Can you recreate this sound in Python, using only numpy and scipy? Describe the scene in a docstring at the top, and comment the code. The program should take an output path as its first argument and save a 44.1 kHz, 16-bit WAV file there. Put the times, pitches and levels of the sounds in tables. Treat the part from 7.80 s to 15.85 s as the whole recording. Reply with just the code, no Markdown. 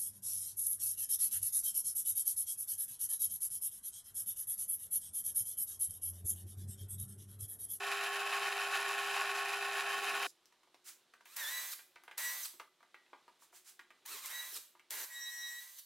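"""Small workshop. A belt-driven drill press hums and rattles into a wooden rail, then stops abruptly:
steady tones plus random impacts that ring the castings. A cordless drill then makes short runs into
a wooden frame: sines at the gear mesh rate and shaft orders whine, filtered impacts chatter and hiss.
Its spindle lock clacks (decaying ticks), the tool knocks on wood (noise bursts with damped modes),
a sleeve brushes past (dense tiny impacts), and quiet room noise with a faint hum lies beneath."""
import sys
import numpy as np
from scipy import signal
from scipy.fft import rfft, irfft, next_fast_len
from scipy.io import wavfile
from scipy.ndimage import map_coordinates

SR = 44100
rng = np.random.default_rng(int(sys.argv[2]) if len(sys.argv) > 2 else 0)


def store_wav(level_fs):
    """Save 16-bit WAV to argv[1]."""
    pcm = np.round(np.clip(np.atleast_2d(level_fs), -1, 1) * 32767)
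    wavfile.write(sys.argv[1], SR, pcm.T.astype(np.int16))


N = 355005
T = np.arange(N) / SR

# Press motor and bearing tones: (frequency [Hz], rms level [dB], phase wander [rad])
PRESS_TONES = [(195.5, -80.5, 1.2), (400.4, -52, 0.05), (702, -56, 4.5), (741.4, -55.5, 0.37),
               (798, -51.5, 0.085), (1092.6, -50, 0.44), (1323, -55, 0.55), (1466, -53.5, 0.46),
               (1714, -51.5, 0.82), (1820, -54, 1.4), (2600, -55, 0.44), (3077, -55, 0.18)]
# Castings and belt cover resonances: (frequency [Hz], width [Hz], gain [dB])
PRESS_BODY = [(384.6, 8.3, -2.5), (805, 64, -13.5), (1100, 28, 8), (1480, 83, 3), (1825, 66, 4),
              (2544, 285, 2), (3070, 17, 2.5), (3840, 430, -3.5)]
# Spectrum of the press clatter: (frequency [Hz], relative density [dB per Hz])
PRESS_CLATTER = [(59, -77), (100, -70), (358, -13), (395, -5), (451, -14), (774, 2.5), (1020, 1),
                 (1090, 0.5), (1200, -2.5), (1780, 6.5), (2000, -18), (2560, 2), (5000, -13.5), (6500, -43),
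                 (11000, -120)]
# Spectrum of the press cutting noise: (frequency [Hz], relative density [dB per Hz])
PRESS_CUT = [(2060, -30), (3500, -13), (3870, -8.5), (4600, -10.5), (4780, 0), (5900, -5.5), (7460, -3.5),
             (8100, -9), (10400, -7), (15100, -20), (16000, -16.5)]
PRESS_END_S = 2.467
PRESS_DB, PRESS_RISE_DB, PRESS_RISE_S = -38.5, 8, 0.05
BELT_LAPS_PER_S, BELT_SWELL_DB, FEED_WANDER_DB = 7.2, 1.0, 0.78

# Cordless drill trigger pulls: (start [s], attack [s], cutting [s], trigger held [s], braking [s],
# speed lost in braking [share], mesh rate while cutting [Hz], chatter [dB], hiss [dB],
# mesh tone [dB], its octave [dB], brake rasp [dB])
RUNS = [(3.553, 0.025, 0.24, 0.35, 0.032, 0.39, 1965, -49.5, -46.5, -47.5, -52, -48),
        (4.373, 0.0084, 0.12, 0.25, 0.035, 0.37, 1944, -48, -45, -45, -54, -43.5),
        (6.485, 0.028, 0.11, 0.21, 0.075, 0.4, 1931, -52, -49.5, -50.5, -50, -43.5),
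        (7.099, 0.021, 0.103, 0.085, 0.06, 0.12, 1944, -52, -46.5, -61, -75, -68),
        (7.262, 0.063, 0.5, 0.678, 0.055, 0.08, 1917, -57.5, -56, -50, -68, -51)]
# Trigger feathered to start a hole, one curve each: (time [s], mesh rate [Hz], hiss level [dB])
CREEPS = [
    [(3.456, 937, -67), (3.55, 1398, -58.5)],
    [(6.256, 859, -57), (6.32, 1384, -47.5), (6.385, 927, -51.5), (6.415, 1309, -57.5), (6.455, 1010, -48),
     (6.525, 1910, -56.5)],
]
# Overtones of the whine wavering in the long last run:
# (time [s], octave level [dB], third harmonic level [dB])
WHINE_OVERTONES = [(7.31, -82, -71), (7.364, -51, -65), (7.426, -55.5, -46.5), (7.478, -44.5, -54),
                   (7.584, -75, -50), (7.632, -47.5, -52), (7.692, -50, -51), (7.726, -62, -66),
                   (7.8, -53.5, -63)]
# Motor shaft sidebands: (order [per shaft turn], level re mesh tone [dB])
SHAFT_ORDERS = [(6, -33.5), (8, -25.5), (9, -24), (13, -19.5), (14, -16), (17, -23.5), (23, -27),
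                (29, -19.5), (31, -16.5), (38, -34), (45, -14), (60, -9.5)]
# Thin motor whistle: (order [per shaft turn], level re hiss before braking swell [dB])
WHISTLE = [(49, -14.5), (100, -18)]
# Spectrum of the gear chatter: (frequency [Hz], relative density [dB per Hz])
GEARBOX = [(88, -80), (150, -56), (247, -34.5), (588, -6.5), (650, -11), (941, -0.5), (1480, -1.5),
           (1730, 3), (2770, -3), (3960, -21), (4500, -17), (5850, -28), (9900, -120)]
# Spectrum of the fan and chip hiss: (frequency [Hz], relative density [dB per Hz])
HISS = [(1760, -49.5), (3000, -8.5), (3680, -6), (3890, -2), (4380, -6.5), (5400, -7.5), (7780, -5),
        (11300, -5.5), (13200, -1), (16000, -9)]
PINION_TEETH = 15
FREE_MESH_HZ, SPIN_UP_SHARE, SPIN_UP_S = 1965, 0.25, 0.012
WHINE_ATTACK_S, RELEASE_S = 0.07, 0.014
# fades once the bit is eased out
WHINE_FADE_DB_PER_S, CHATTER_FADE_DB_PER_S, HISS_FADE_DB_PER_S = 164, 91, 19.5
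# one hard bite drags the motor down
BITE_S, BITE_WIDTH_S, BITE_SAG_HZ = 3.655, 0.042, 249.5
CREEP_CHATTER_DB = -9.5  # re hiss
SHUDDER_FREE, SHUDDER_SLOW = 0.001298, 0.00817  # shares of the speed

# Bit grabs and shakes the wood: (start [s], length [s], level at the end [dB])
GRABS = [(2.149, 0.33, -56.5), (6.3, 0.072, -65), (6.726, 0.067, -67), (7.109, 0.14, -65)]
GRAB_BUILD_DB = 1
# Tool and hands against the frame: (time [s], dry peak [dB], centre [Hz], treble re wood [dB])
KNOCKS = [(2.724, -58, 1120, 2), (2.832, -59, 1100, 2), (2.874, -61, 740, -8), (2.944, -50.5, 614, -0.5),
          (3.337, -49, 1600, -2), (3.408, -51.5, 1350, -1), (3.457, -48.5, 2070, -1),
          (3.992, -44.5, 1980, -1), (4.159, -46, 1715, -16), (4.236, -52, 1480, -24),
          (4.279, -42.5, 1506, -9), (4.312, -41.5, 1940, -6), (4.738, -59.5, 370, -14),
          (4.798, -37, 1200, -5), (5.006, -55, 1080, -8), (5.029, -50, 1160, -8.5),
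          (5.144, -43.5, 2050, -10), (5.263, -57.5, 1920, -18), (5.331, -44, 1000, -21),
          (5.39, -62, 1170, -24), (5.48, -47.5, 1090, -10), (5.622, -54.5, 1050, -25),
          (5.728, -53, 804, -16), (5.993, -43, 1885, -5.5), (6.105, -46, 1440, -7), (6.952, -53, 912, -14),
          (6.995, -51, 1940, 0)]
# Modes of the frame and the bit against it: (frequency [Hz], level [dB], t60 [s])
FRAME = [(375, 0.5, 0.2), (616, 1.5, 0.021), (997, 9, 0.014), (1170, 0, 0.051), (1490, -11, 0.09),
         (2010, -11.5, 0.29), (2320, -28, 0.21)]
# Spindle lock and trigger: (time [s], dry peak [dB], centre [Hz])
CLACKS = [(2.6569, -47.5, 5940), (3.457, -45, 13100), (3.5645, -27, 13600), (3.568, -24.5, 13200),
          (4.158, -48, 3088), (4.2368, -45.5, 12240), (4.3804, -21.5, 12500), (6.261, -28, 14090),
          (6.4597, -25, 12760), (7.1068, -22.5, 9680)]
# Bit ringing on after touching the wood: (time [s], dry peak [dB], lower mode [Hz])
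BIT_RINGS = [(3.338, -63, 1520), (3.99, -65, 2444), (4.159, -63, 1520), (4.28, -58, 1490),
             (5.145, -64, 1910)]
# Sleeve swishes: (time of peak [s], peak level [dB])
SWISHES = [(3.085, -50), (5.63, -63.5), (5.765, -57.5), (5.887, -55.5)]
# Spectrum of the sleeve cloth: (frequency [Hz], relative density [dB per Hz])
CLOTH = [(240, -62), (400, -34), (687, -20), (742, -18), (1440, -8), (3750, -8.5), (7400, -3.5),
         (14400, -9.5), (16000, -12)]
# Spectrum of the still workshop air: (frequency [Hz], relative density [dB per Hz])
AIR = [(18, -59), (30, -2), (49, -47), (103, -14), (311, -2.5), (355, 4), (404, -3.5), (1040, -3.5),
       (2230, -6.5), (3980, -3.5), (4780, -9), (11700, -17.5), (16000, -28)]
AIR_DB = -77  # before the lull gain
# Background sinking towards the end: (time [s], gain [dB])
LULL = [(7.2, 2), (7.35, -9)]
# Stereo width: (frequency [Hz], side minus mid [dB])
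WIDTH = [(100, -24), (350, -44), (1300, -26), (2800, -15.5), (5500, -10), (12000, -5)]
# Stereo lean: (frequency [Hz], left minus right [dB])
LEAN = [(1200, 0), (2200, -0.6), (4000, -1.0), (12000, -2.3)]
TOP_HZ = 15850


def drill_press():
    """Motor tones, a rattle that rings the castings, and cutting noise in quick bursts."""
    feed = feed_gain()
    motor = turn(np.full(N, PRESS_TONES[1][0]))
    bearing = turn(104 * (1 + 0.05 * walk(61.8)))
    shake = undb(1.31 * walk(70))

    # loose parts strike in step with motor hum and bearing
    blows = impacts(per_s=7000, spread_db=1.5) * shake
    blows *= (1 + 0.53 * np.cos(motor)) * (1 + 0.13 * np.cos(2 * bearing))
    body = np.zeros(N)
    for k, (hz, width_hz, db) in enumerate(PRESS_BODY):
        body += (-1) ** k * undb(db) * resonate(blows, hz, width_hz)
    body = colour(body, [(150, -30), (350, -4), (700, 0), (3000, 0), (6000, -14)])
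    clatter = colour(impacts(per_s=5000, spread_db=2.5) * shake, PRESS_CLATTER)
    rattle = undb(-2.5) * unit(body) + undb(-5.5) * unit(clatter)

    bursts = undb(2 * np.cos(bearing) + np.cos(2 * bearing)) * shake
    grains = impacts(per_s=16000, spread_db=1.5) * bursts
    # thin steel bit: two high pitches
    steel = resonate(grains, 10300, 450) + resonate(grains, 11400, 410)
    cut = undb(-12.0) * unit(colour(grains, PRESS_CUT)) + undb(-25.0) * unit(steel)

    tones = np.zeros(N)
    for hz, db, wander_rad in PRESS_TONES:
        phase = 2 * np.pi * hz * T + wander_rad * walk(21.84) + np.pi * rng.random()
        tones += undb(db) * np.sqrt(2) * np.sin(phase)

    # cutting noise outlasts the rest for a moment
    after_s = np.maximum(T - PRESS_END_S, 0)
    running = ramp(T / 0.008) * np.exp(-after_s / 0.0015)
    return (feed * rattle + tones) * running + feed * cut * np.exp(-after_s / 0.025)


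def feed_gain():
    """The press comes up to level, then swells with each belt lap and with the hand on the feed lever."""
    rise_db = PRESS_RISE_DB * np.clip(1 - T / PRESS_RISE_S, 0, 1)
    belt_db = BELT_SWELL_DB * np.cos(turn(BELT_LAPS_PER_S * (1 + 0.093 * walk(4.9))))
    return undb(PRESS_DB - rise_db + belt_db + FEED_WANDER_DB * walk(20))


def cordless_drill():
    """Teeth whine at the mesh rate with shaft sidebands; gears chatter, fan and chips hiss, motor whistles."""
    mesh_hz, chatter, hiss, tone, octave = trigger_pulls()
    held_back = ramp((FREE_MESH_HZ - 60 - mesh_hz) / 200)
    shudder = SHUDDER_FREE * walk(90) + SHUDDER_SLOW * held_back * walk(250)
    mesh = turn(mesh_hz * (1 + shudder))
    shaft = mesh / PINION_TEETH

    s, octave_db, third_db = np.transpose(WHINE_OVERTONES)
    whine = tone * undb(1.5 * walk(45)) * np.sin(mesh)
    whine += (octave * undb(3.2 * walk(55)) + envelope(s, octave_db)) * np.sin(2 * mesh)
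    whine += envelope(s, third_db) * np.sin(3 * mesh)

    # whistle swells while slowing from high speed
    slowing = ramp(-np.gradient(mesh_hz) * SR / 12000)
    braking = slowing * ramp((mesh_hz - 1150) / 300)
    whistle = hiss * undb(8.7 * braking + 3 * walk(150))
    for orders, gain in (SHAFT_ORDERS, tone), (WHISTLE, whistle):
        for order, db in orders:
            phase = round(order) * shaft + 2 * np.pi * rng.random()
            whine += gain * undb(db + 2.1 * walk(25)) * np.sin(phase)

    # part throttle: teeth press hard, the mesh groans unevenly
    groan = chatter * ramp((1700 - mesh_hz) / 400) * undb(2.5 * walk(120))
    whine += groan * (0.8 * np.sin(mesh) + 1.05 * np.sin(2 * mesh))

    # gear energy not in the whine is looser chatter, partly repeating with the shaft
    loose = np.sqrt(np.maximum(chatter ** 2 - 0.27 * tone ** 2, 0.15 * chatter ** 2))
    teeth = unit(impacts(per_s=5000, spread_db=2.5)) + 1.1 * each_turn(shaft)
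    teeth = unit(colour(teeth, GEARBOX))
    chips = unit(impacts(per_s=14000, spread_db=2.5)) + 0.7 * each_turn(shaft)
    chips = unit(colour(chips, HISS))
    noise = loose * teeth + undb(walk(53)) * hiss * chips

    whine = workshop(np.sqrt(2) * whine, t60_s=0.35, wet_db=-10)  # sqrt(2): levels are rms
    return whine + workshop(noise, t60_s=0.38, wet_db=-3.5)


def trigger_pulls():
    """Runs spin up, cut, ease out, brake. Returns mesh Hz and gains of chatter, hiss, tone, octave."""
    mesh_hz, gains = np.full(N, float(FREE_MESH_HZ)), np.zeros((4, N))
    for (start, attack, cutting, held, brake_s, lost, cut_hz,
         chatter_db, hiss_db, tone_db, octave_db, rasp_db) in RUNS:
        age = T[:N - int(start * SR)]
        on = ramp(age / attack) * ramp(1 + (held + brake_s - age) / RELEASE_S)
        eased_s = np.maximum(age - cutting, 0)
        brake = ramp((age - held) / brake_s) ** 2
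        load = ramp(age / WHINE_ATTACK_S) * undb(-WHINE_FADE_DB_PER_S * eased_s)
        spin = (1 - SPIN_UP_SHARE * np.exp(-age / SPIN_UP_S)) * (1 - lost * brake)
        mesh_hz[-len(age):] = spin * (FREE_MESH_HZ + (cut_hz - FREE_MESH_HZ) * load)
        rasp = brake * undb(rasp_db)
        chatter = np.hypot(undb(chatter_db - CHATTER_FADE_DB_PER_S * eased_s), undb(-16.5) * rasp)
        hiss = np.hypot(undb(hiss_db - HISS_FADE_DB_PER_S * eased_s), rasp)
        levels = np.array([chatter, hiss, load * undb(tone_db), load * undb(octave_db)])
        gains[:, -len(age):] += on * levels
    for s, hz, db in map(np.transpose, CREEPS):
        creeping = (T > s[0]) & (T < s[-1])
        mesh_hz = np.where(creeping, np.interp(T, s, hz), mesh_hz)
        gains[:2] = np.hypot(gains[:2], [envelope(s, db + CREEP_CHATTER_DB), envelope(s, db)])
    sag_hz = BITE_SAG_HZ * np.exp(-((T - BITE_S) / BITE_WIDTH_S) ** 2)
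    return mesh_hz - sag_hz, *gains


def each_turn(shaft, count=120):
    """Uneven teeth and blades: one rough pattern of count harmonics repeats every shaft turn."""
    harmonics = np.exp(2j * np.pi * rng.random(count)) * (0.5 + rng.random(count))
    pattern = irfft(np.r_[0, harmonics], 4096)
    place = shaft / (2 * np.pi) * len(pattern)
    return unit(map_coordinates(pattern, [place], order=1, mode="grid-wrap"))


def grabbing_bit():
    """Cutting edges catch and the wood thrums, building slightly until they let go."""
    spectrum = [(100, -26), (160, -24), (260, -3.0), (420, 7.5), (800, -13.0)]
    thrum = unit(colour(impacts(per_s=1800, spread_db=0.5), spectrum))
    return thrum * sum(envelope([s, s + length], [db - GRAB_BUILD_DB, db]) for s, length, db in GRABS)


def knock(centre_hz, treble_db):
    """Blow on the frame: a crack and damped modes, coloured by the hardness of the contact."""
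    t = T[:SR // 4]
    contact = rng.standard_normal(len(t)) * (np.exp(-t / 0.0058) + 0.11 * np.exp(-t / 0.0088))
    ring = np.zeros(len(t))
    for hz, db, t60_s in FRAME:
        ring += undb(db) * np.sin(2 * np.pi * (hz * t + rng.random())) * undb(-60 * t / t60_s)
    wood = resonate(unit(contact) + undb(-11.0) * unit(ring), centre_hz, 0.62 * centre_hz)
    wood = signal.sosfilt(signal.butter(2, [260, 3600], "band", fs=SR, output="sos"), wood)
    return unit(wood) + undb(treble_db) * unit(resonate(contact, 2100, 2500))


def clack(centre_hz):
    """Small steel parts snap together: a sharp tick, then a brief rattle."""
    t = T[:SR // 8]
    tick = np.exp(-t / 0.0005) * np.sin(2 * np.pi * centre_hz * t)
    rattle = rng.standard_normal(len(t)) * (0.3 * np.exp(-t / 0.003) + 0.035 * np.exp(-t / 0.04))
    impulse = 2.5 * (t == 0)
    return 0.5 * tick + resonate(rattle + impulse, centre_hz, 1.2 * centre_hz)


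def bit_ring(hz):
    """Two close bending modes of the steel bit beat as they fade."""
    t = T[:SR // 3]
    modes = np.sin(2 * np.pi * hz * t) + 0.5 * np.sin(2 * np.pi * (hz + 45) * t)
    return modes * np.exp(-t / 0.061)


def strikes(table, sound):
    """Place one sound per row (time [s], peak [dB], ..) on the time line."""
    out = np.zeros(N + SR)
    for s, db, *shape in table:
        hit, start = sound(*shape), int(s * SR)
        out[start:start + len(hit)] += undb(db) * hit / np.abs(hit).max()
    return out[:N]


def sleeve():
    """Cloth fibres slip in soft swishes that swell quickly and trail off."""
    offset_s = np.array([-0.039, -0.018, 0.0069, 0.016, 0.16])
    shape_db = np.array([-17, -4.5, 0, -3.5, -35.5])
    stroke = sum(envelope(s + offset_s, db + shape_db) for s, db in SWISHES)
    return stroke * unit(colour(impacts(per_s=33000, spread_db=1.0), CLOTH))


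def still_air():
    """Quiet room noise with a faint hum."""
    noise = unit(colour(rng.standard_normal(N), AIR)) * undb(AIR_DB + walk(3.06))
    hum = undb(-89.5) * np.sin(2 * np.pi * 359 * T + 0.44 * walk(7.4))
    return (noise + hum) * undb(np.interp(T, *np.transpose(LULL)))


def workshop(x, t60_s, wet_db):
    """Dense reflections from near walls and benches: decaying noise convolved with x."""
    t = T[:SR // 2]
    tail = rng.standard_normal(len(t)) * undb(-60 * t / t60_s) * (t > 0.004)
    return x + undb(wet_db) * signal.fftconvolve(x, tail / np.linalg.norm(tail))[:N]


def undb(db):
    """Decibels to gain."""
    return 10 ** (np.asarray(db) / 20)


def unit(x):
    """Scale to rms 1."""
    return x / np.sqrt(np.mean(x ** 2))


def ramp(x):
    """Limit to 0..1."""
    return np.clip(x, 0, 1)


def envelope(s, db, edge_s=0.0056):
    """Gain along a level curve, with short linear edges and silence beyond."""
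    inside_s = np.minimum(T - s[0], s[-1] - T)
    return undb(np.interp(T, s, db)) * ramp(inside_s / edge_s + 1)


def colour(x, points):
    """Filter by a spectrum of (frequency [Hz], gain [dB]) points on a log frequency axis."""
    hz, db = np.transpose(points)
    size = next_fast_len(N + 8192)
    bins_hz = np.maximum(np.fft.rfftfreq(size, 1 / SR), 1)
    gain = undb(np.interp(np.log(bins_hz), np.log(hz), db))
    return irfft(rfft(x, size) * gain, size)[..., :N]


def resonate(x, hz, width_hz):
    """One resonance, gain 1 at its centre."""
    hz = min(hz, 0.45 * SR)
    return signal.lfilter(*signal.iirpeak(hz, hz / min(width_hz, SR / 3), fs=SR), x)


def walk(steps_per_s):
    """Smooth random motion of spread near 1."""
    steps = rng.standard_normal(4096)
    return map_coordinates(steps, [T * steps_per_s], order=2, mode="wrap")


def turn(hz):
    """Phase [rad] of something turning at hz."""
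    return 2 * np.pi * np.cumsum(hz) / SR


def impacts(per_s, spread_db):
    """Tiny random impacts of uneven size."""
    size = rng.standard_normal(N) * undb(spread_db * rng.standard_normal(N))
    return (rng.random(N) < per_s / SR) * size


def sound_field():
    """Both drills and the handling noises in the workshop."""
    handling = strikes(KNOCKS, knock) + strikes(CLACKS, clack) + strikes(BIT_RINGS, bit_ring)
    handling = workshop(handling, t60_s=0.21, wet_db=-2.5)
    return drill_press() + cordless_drill() + grabbing_bit() + handling + sleeve() + still_air()


def scene():
    """Two close capsules: alike in the bass, while scattered treble reaches each differently."""
    mid, side = sound_field(), colour(sound_field(), WIDTH)
    left = colour(mid + side, [(hz, db / 2) for hz, db in LEAN])
    right = colour(mid - side, [(hz, -db / 2) for hz, db in LEAN])
    return np.array([left, right])


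def record(dry):
    """Steep low-pass at TOP_HZ."""
    return signal.sosfilt(signal.ellip(10, 0.1, 70, TOP_HZ, fs=SR, output="sos"), dry)


dry = scene()
out = record(dry)
store_wav(out)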